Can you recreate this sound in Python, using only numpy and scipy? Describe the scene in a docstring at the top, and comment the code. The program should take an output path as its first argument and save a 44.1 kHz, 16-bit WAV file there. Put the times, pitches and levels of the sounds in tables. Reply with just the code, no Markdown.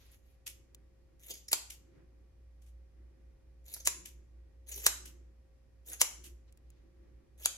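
"""Big scissors cut five times through a bundle of synthetic hair in a small room, close to a two-port microphone.
Each cut: fibre snaps crunch, noise and ringing steel modes make the blades shear through and clack shut.
Before and between cuts the blades rasp open on stick-slip pulses; dry ticks and soft noise rustles are scattered around.
Behind them: a wavering low hum, a thin whine of sines, still air, and a dull noise rumble that comes and goes."""
import sys
import numpy as np
from scipy import signal
from scipy.fft import rfft, irfft, next_fast_len
from scipy.io import wavfile
from scipy.ndimage import uniform_filter1d, map_coordinates

SR = 44100
rng = np.random.default_rng(int(sys.argv[2]) if len(sys.argv) > 2 else 0)


def to_wav(sig):
    """Store sig (one row per channel, or 1-D mono) as 16-bit WAV at the path in sys.argv[1].

    Samples outside -1..1 are clipped; the rate is SR.
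    """
    pcm = np.clip(np.atleast_2d(sig), -1, 1) * 32767
    pcm = np.round(pcm).astype(np.int16)
    wavfile.write(sys.argv[1], SR, pcm.T)  # frames by channels


N = 333837
TIME = np.arange(N) / SR
PORT_LAG_S = 7.5 / SR  # a near source reaches the right port this much later

# blades clack shut, relative levels:
# [t/s, clack/dB, final shear/dB, handle ring/dB, handle knock/dB, left minus right/dB]
CLACKS = [(1.5304, -13.5, -29.5, -25, -28.5, -0.5), (3.8733, -14, -25, -26.5, -26.5, -1),
          (4.8650, -9.5, -24, -20.5, -22, -0.5), (6.0151, -10.5, -20.5, -22, -26.5, 0.5),
          (7.4583, -14, -30.5, -48, -32, 1.5)]


def fibres():
    """The closing blades squeeze the bundle: a fine uneven crunch, with a gritty burst as each lock gives way."""
    # thick locks of fibres give way: [t/s, relative level/dB, half length/s, gritty pitch/Hz]
    locks = [(1.305, -43, .004, 11910), (1.312, -40.5, 0.0068, 6180), (1.341, -42, .003, 5670),
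             (1.376, -52, .01, 5990), (1.486, -35, 0.0024, 5660), (1.5187, -27, .0025, 10730),
             (3.744, -37, .0035, 6580), (3.805, -43, .004, 6300), (3.8576, -29, .004, 6980),
             (4.69, -46, .0035, 11050), (4.721, -40.5, .004, 6800), (4.743, -41, 0.0032, 6300),
             (4.78, -45, .002, 10980), (5.865, -53, .002, 11220), (5.888, -46.5, .0035, 11540),
             (5.935, -42, 0.0047, 6400), (6.004, -39.5, 0.0044, 3967), (7.4527, -31.5, .003, 4500)]
    # fibre crunch spectrum: [f/Hz, relative level/dB]
    fibre_tone = [(150, -27.5), (450, -6), (1150, -21), (1800, -9.5), (2600, -6), (3800, -7.5),
                  (5000, -15.5), (6500, -1.5), (8500, -9.5), (10500, -2), (13000, -3.5), (16000, -13.5)]
    squeeze = pressure() * amp(-3.5 + 2.3 * wobble(110))
    bursts = amp(-8.5) * swells([row[:3] for row in locks])
    snaps = ports(lambda: crackle(rate=1700, spread_db=4.5), alike=0.71)
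    crunch = coloured(snaps * (squeeze + bursts), fibre_tone)
    grit = ports(hiss, alike=0.94)
    for s, db, half_s, hz in locks:
        near = window(s, 4 * half_s, 4 * half_s)
        b, a = signal.iirpeak(hz, 5, SR)
        ringing = unit(signal.lfilter(b, a, grit[:, near]))
        bell = np.exp(-.5 * ((TIME[near] - s) / half_s) ** 2)
        crunch[:, near] += amp(db - 5.5) * bell * ringing
    return patchy(crunch, depth_db=4.5)


def pressure():
    """How hard the bundle is squeezed: it builds from the first touch, holds and lets go."""
    # squeezes by the hand or between the blades:
    # [first touch t/s, rise to full pressure/s, hold/s, relative level/dB]
    squeezes = [(0.0, .005, 0.095, -70), (0.104, 0.026, .008, -58.5), (0.223, .02, 0.096, -77.5),
                (1.19, 0.1, .025, -51), (3.642, .1, .025, -47), (4.663, .05, .135, -45),
                (5.846, 0.072, .012, -42), (7.375, 0.062, 0.0093, -46.5)]
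    grip_power, let_go_db_per_s = 0.96, 480
    total = np.zeros(N)
    for s, rise_s, hold_s, db in squeezes:
        build = np.clip((TIME - s) / rise_s, 0, 1) ** grip_power
        total += amp(db) * build * envelope(s + rise_s, hold_s, 0, let_go_db_per_s)
    return total


def patchy(x, depth_db):
    """The point of contact keeps shifting, so the colour changes from moment to moment."""
    z = signal.stft(x, nperseg=256)[2]
    field = rng.standard_normal(z.shape[1:])
    field = uniform_filter1d(field, size=6, axis=0)  # smooth over frequency
    field = uniform_filter1d(field, size=7, axis=1)  # smooth over time
    gain = amp(depth_db * unit(field) - depth_db / 2)
    return signal.istft(z * gain, nperseg=256)[1][:, :N]


def clacks():
    """The blades speed through the last fibres and hit their stop; steel pings and the plastic handles knock."""
    # clack spectrum: [f/Hz, relative level/dB]
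    clack_tone = [(100, -42.5), (350, -27), (750, -16), (1000, -15.5), (1400, -17.5), (2000, -12),
                  (2700, -10.5), (4000, -8.5), (5200, -11), (6600, -4.5), (8300, -5), (10000, -7),
                  (13000, -11), (16000, -16.5)]
    # handle knock spectrum: [f/Hz, relative level/dB]
    knock_tone = [(100, -32), (250, -19.5), (420, -6.5), (770, -9), (1000, 1), (1250, -4), (1600, -2),
                  (2100, -6), (3000, -17.5), (16000, -48)]
    # steel blade modes: [f/Hz, relative level/dB, t60/s]
    blade_modes = [(2367, -7, 0.16), (5134, -6.5, .14), (6350, -2.5, .09), (6970, 0, 0.13),
                   (7430, -1, 0.14), (7500, -2, 0.19), (8630, -2.5, 0.083), (8470, -4, 0.031),
                   (10360, -4.5, 0.37)]
    mode_scatter_db = 2.5
    chatter = ports(lambda: np.sign(hiss()), alike=0.97)
    body = ports(lambda: crackle(rate=12000, spread_db=5.0), alike=0.69)
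    rattle, stops, knocks, steel = np.zeros((4, 2, N))
    for s, db, shear_db, ring_db, knock_db, pan_db in CLACKS:
        near, hit = window(s, .04, .15), round(s * SR)
        t = TIME[near] - s
        pan = amp([pan_db / 2, -pan_db / 2])
        shear = amp(shear_db) * dying(-t, t60=0.032)  # time reversed: grows up to the stop
        ring = amp(ring_db) * dying(t, t60=0.059)
        clack = amp(db) * dying(t, t60=0.012) * chatter[:, near]
        rattle[:, near] += pan[:, None] * (clack + (shear + ring) * body[:, near])
        stops[:, hit] = pan * amp(db + 9.5)
        knocks[:, hit] = pan * amp(knock_db + 16)
        for hz, mode_db, t60 in blade_modes:
            level = amp(db - 27 + mode_db + rng.normal(0, mode_scatter_db))
            ping = np.sin(2 * np.pi * (hz * t + rng.random((2, 1))))
            steel[:, near] += level * dying(t, t60) * ping

    def sweep(hz):
        # bending waves run faster at high pitch: the blow arrives as a very short downward sweep
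        bending = -1j * 0.6033 * np.sqrt(hz)
        lag = 1j * np.pi * hz * PORT_LAG_S * np.array([[1], [-1]])
        return np.exp(bending + lag)

    blows = filtered(coloured(stops, clack_tone) + coloured(knocks, knock_tone), sweep)
    return blows + coloured(rattle, clack_tone) + steel


def rasps():
    """Steel sticks and slips on steel as the blades part: a short jerk, then a rough, half-pitched scrape."""
    # blades jerk free and scrape open: [t/s, jerk relative level/dB, scrape relative level/dB, slip rate/Hz]
    openings = [(.469, -40.5, -56, 2640), (.478, -40.5, -52.5, 2610), (1.706, -43, -52.5, 2815),
                (2.623, -68, -76, 3150), (2.665, -77, -73.5, 3110), (4.059, -44, -54.5, 2710),
                (5.059, -47.5, -55, 2900), (6.243, -53, -53.5, 2833)]
    # rasp spectrum: [f/Hz, relative level/dB]
    rasp_tone = [(200, -31), (1400, -12), (2100, -3.5), (3000, 0.5), (4200, -5.5), (6400, 0.5),
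                 (9000, -1.5), (12000, 0.5), (16000, -16.5)]
    jerk_half_s, hold_s = .003, 0.021
    rise_db_per_s, fall_db_per_s = 2500, 380  # starts with the jerk, fades as the blades part
    starts, _, _, slip_hz = np.transpose(openings)
    rate_hz = np.interp(TIME, starts, slip_hz) * np.exp(0.079 * wobble(900))
    turns = np.cumsum(rate_hz) / SR
    slips = unit(sum(np.cos(2 * np.pi * k * turns) for k in range(1, 6)))
    scrape = ports(lambda: crackle(rate=7300, spread_db=4), alike=0.2) + amp(-13.5) * slips
    power = swells([(s, jerk_db, jerk_half_s) for s, jerk_db, _, _ in openings]) ** 2
    for s, _, scrape_db, _ in openings:
        power += (amp(scrape_db) * envelope(s, hold_s, rise_db_per_s, fall_db_per_s)) ** 2
    return coloured(np.sqrt(power) * scrape, rasp_tone)


def ticks():
    """Single dry ticks close to the microphone: noise that starts at once and dies in milliseconds."""
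    # small sharp ticks: [t/s, relative level/dB]
    tick_rows = [(0.747, -42.5), (1.196, -60), (1.3545, -44), (6.525, -56.5), (6.574, -56.5), (6.703, -55)]
    # tick spectrum: [f/Hz, relative level/dB]
    tick_tone = [(500, -30), (2500, 3.5), (5000, -1), (7500, 8.5), (12000, -3), (16000, -0.5)]
    size = np.zeros(N)
    for s, db in tick_rows:
        near = window(s, 0, .05)
        size[near] += amp(db) * dying(TIME[near] - s, t60=0.015)
    return coloured(size * ports(hiss, alike=0.94), tick_tone)


def brushing():
    """Soft rustles of noise as the hand turns the bundle."""
    # bundle brushes the hand and sleeve: [t/s, relative level/dB, half length/s]
    brushes = [(.04, -70, 0.047), (.13, -70, 0.021), (.31, -81, 0.046), (1.96, -83.5, 0.046),
               (6.49, -76.5, 0.011), (6.76, -83, 0.081), (7.05, -89, 0.093)]
    # rustle spectrum: [f/Hz, relative level/dB]
    brush_tone = [(300, -4), (700, -4), (1300, -4.5), (2000, 0), (3000, -1), (4000, -1), (6500, -6),
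                  (12000, -33), (16000, -40)]
    return swells(brushes) * amp(1.8 * wobble(60)) * diffuse(brush_tone)


def room(x):
    """The walls answer with decaying noise after 1-2 ms; the scissors move, so each cut meets other reflections."""
    # reverberation: [f/Hz, t60/s]
    room_t60 = [(200, 0.27), (1000, 0.46), (3000, 0.39), (7000, .43), (11000, 0.33), (16000, .2)]
    # reverberation spectrum: [f/Hz, relative level/dB]
    room_tone = [(200, 5.5), (1000, 0), (3000, 0), (7000, 0), (9000, -8), (12500, 2), (14500, -12.5)]
    out = np.zeros((2, N + SR))
    edges = [0] + [round((row[0] + .5) * SR) for row in CLACKS[:-1]] + [N]
    for start, end in zip(edges, edges[1:]):
        hz, t, z = signal.stft(rng.standard_normal((2, SR // 2)), SR, nperseg=256)
        fade = amp(along(room_tone, hz)[:, None] - 60 * t / along(room_t60, hz)[:, None])
        near_walls = 1 + 0.92 * np.exp(-t / 0.01)
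        tail = signal.istft(z * fade * near_walls, SR, nperseg=256)[1]
        tail *= np.clip(np.arange(tail.shape[1]) / SR / 0.0012 - 1, 0, 1)  # silent for 1.2 ms, then fades in
        answer = signal.fftconvolve(x[:, start:end], tail / np.linalg.norm(tail[0]), axes=1)
        out[:, start:start + answer.shape[1]] += answer
    return out[:, :N]


def hum():
    """A low hum whose strength and phase waver at random."""
    # slow drift of the hum: [t/s, level/dB]
    hum_drift = [(0, -63.5), (.9, -60.5), (2.1, -63), (2.7, -55.5), (3.7, -56.5), (4.5, -54.5),
                 (5.0, -51.5), (5.65, -63), (6.35, -52.5), (6.65, -58.5), (7.57, -58.5)]
    hum_hz, knots_per_s, depth = 59.4, 12, 0.43
    waver = 1 + depth * (wobble(knots_per_s) + 1j * wobble(knots_per_s))
    tone = unit(np.real(waver * np.exp(2j * np.pi * hum_hz * TIME)))
    port_gains = amp([[-.9], [.2]])
    return amp(np.interp(TIME, *np.transpose(hum_drift))) * tone * port_gains


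def whine():
    """A thin whine: long sines whose level and phase waver slightly."""
    # whine partials: [f/Hz, rms level before wavering/dB]
    tones = [(533, -81), (775, -96), (1147, -99), (1900, -98), (2433, -100)]
    total = np.zeros((2, N))
    for hz, db in tones:
        level = amp(db + 1.4 * wobble(6)) * np.sqrt(2)
        turns = hz * TIME + rng.random((2, 1)) / 4
        total += level * np.sin(2 * np.pi * turns + 0.36 * wobble(3.8))
    return total


def rumble():
    """A dull, lumpy noise rumble that swells quickly and sinks back to rest."""
    # rumble swells: [t/s at the top, relative level/dB, dying away/(dB/s)]
    surges = [(.7, -70.5, 35), (1.95, -65.5, 55), (3.0, -71.5, 25), (3.92, -69.5, 20.5), (5.05, -64.5, 57),
              (6.2, -69.5, 52), (6.65, -74, 8), (7.08, -70.5, 58)]
    # rumble spectrum: [f/Hz, relative level/dB]
    rumble_tone = [(70, -12), (130, 0), (200, -6.5), (280, -3.5), (350, 4), (420, -10), (520, -17.5),
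                   (900, -25.5), (2000, -23.5), (5000, -53.5)]
    rise_db_per_s, relative_rest_db = 65.5, -85.5
    power = amp(relative_rest_db) ** 2
    for s, db, fall_db_per_s in surges:
        power = power + (amp(db) * envelope(s, 0, rise_db_per_s, fall_db_per_s)) ** 2
    return np.sqrt(power) * amp(3.5 + 2.2 * wobble(14)) * diffuse(rumble_tone)


def background():
    """The hum, the whine, the rumble and still air as faint noise."""
    # air noise spectrum: [f/Hz, relative level/dB]
    air_tone = [(20, -4), (45, 8), (100, 3.5), (170, -7.5), (400, -9.5), (700, -17.5), (1300, -25.5),
                (2100, -25), (3500, -30.5), (5500, -30), (8000, -35.5), (12500, -35.5), (14500, -49),
                (16000, -48)]
    return hum() + whine() + rumble() + amp(-67) * diffuse(air_tone)


def diffuse(spectrum):
    """Room noise of rms 1, most alike at the two ports in the bass."""
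    # left-right likeness of diffuse noise: [f/Hz, correlation]
    likeness = [(60, 0.68), (130, 0.86), (300, 0.35), (700, -0.27), (1400, 0.29), (8000, -0.27)]

    def mid_side(hz):
        turn = np.arccos(np.clip(along(likeness, hz), -1, 1)) / 2
        return amp(along(spectrum, hz)) * [np.cos(turn), np.sin(turn)]

    mid, side = filtered(np.array([hiss(), hiss()]), mid_side)
    return unit(np.array([mid + side, mid - side]))


def ports(draw, alike):
    """A near source: a shared part that reaches the left port first, and a part scattered to each port."""
    alike = np.clip(alike, 0, 1)
    shared = draw()
    taps = np.arange(16)
    delay = np.sinc(taps - PORT_LAG_S * SR) * np.hanning(len(taps))
    later = np.convolve(shared, delay)[:N]
    scattered = np.array([draw(), draw()])
    return np.sqrt(alike) * np.array([shared, later]) + np.sqrt(1 - alike) * scattered


def hiss():
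    """White noise of rms 1."""
    return rng.standard_normal(N)


def crackle(rate, spread_db):
    """Tiny fibre snaps of uneven size, rate a second, rms 1."""
    chance = rng.random(N) * SR / rate
    hit = chance < 1
    snaps = np.zeros(N)
    sign = np.sign(rng.random(N)[hit] - .5)
    snaps[hit] = sign * amp(-spread_db * np.log(chance[hit] + 0.014))
    return unit(snaps)


def swells(rows):
    """One short bell of level for each row [t/s, level/dB, half length/s], added as power."""
    power = np.zeros(N)
    for s, db, half_s in rows:
        near = window(s, 4 * half_s, 4 * half_s)
        power[near] += amp(db) ** 2 * np.exp(-((TIME[near] - s) / half_s) ** 2)
    return np.sqrt(power)


def dying(t, t60):
    """A gain that jumps to 1 at t = 0 and falls 60 dB in t60."""
    return (t >= 0) * amp(-60 * np.abs(t) / t60)


def envelope(s, hold_s, rise_db_per_s, fall_db_per_s):
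    """Gain that climbs to 1 at s, holds, and falls away."""
    rise_db = -rise_db_per_s * np.maximum(s - TIME, 0)
    fall_db = -fall_db_per_s * np.maximum(TIME - s - hold_s, 0)
    return amp(rise_db + fall_db)


def wobble(rate):
    """A smooth random curve, rate knots a second."""
    return map_coordinates(rng.standard_normal(int(N * rate / SR) + 4), [TIME * rate])


def window(s, before, after):
    """The samples around a moment, all in seconds."""
    return slice(max(round((s - before) * SR), 0), round((s + after) * SR))


def filtered(x, response):
    """x times a complex response of frequency."""
    m = next_fast_len(N + SR // 2)
    return irfft(rfft(x, m) * response(np.fft.rfftfreq(m, 1 / SR)), m)[..., :N]


def coloured(x, spectrum, size=2048):
    """A causal (minimum-phase) filter of unit energy with the given spectrum."""
    gain = amp(along(spectrum, np.fft.rfftfreq(size, 1 / SR)))
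    cepstrum = irfft(np.log(gain))
    cepstrum[1:size // 2] *= 2
    cepstrum[size // 2 + 1:] = 0
    h = irfft(np.exp(rfft(cepstrum)))
    return signal.oaconvolve(x, h[None] / np.linalg.norm(h), axes=1)[:, :N]


def along(points, hz):
    """Points [f/Hz, value] interpolated on a log frequency axis."""
    f, v = np.transpose(points)
    return np.interp(np.log(hz + 1), np.log(f + 1), v)


def amp(db):
    """Decibels to amplitude."""
    return 10 ** (np.asarray(db) / 20)


def unit(x):
    """x scaled to rms 1."""
    return x / np.sqrt(np.mean(x ** 2) + 1e-20)


def scene():
    """The cuts, their room answer, the small noises and the background."""
    cutting, shutting, opening = fibres(), clacks(), rasps()
    walls = room(amp(-6.5) * cutting + amp(-9.5) * shutting + amp(-12.5) * opening)
    return cutting + shutting + opening + ticks() + brushing() + walls + background()


def record(dry):
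    """The recorder cuts off steeply above its band limit."""
    top_hz = 16200  # half amplitude here
    return filtered(dry, lambda hz: 1 / (1 + (hz / top_hz) ** 120))


dry = scene()
out = record(dry)
to_wav(out)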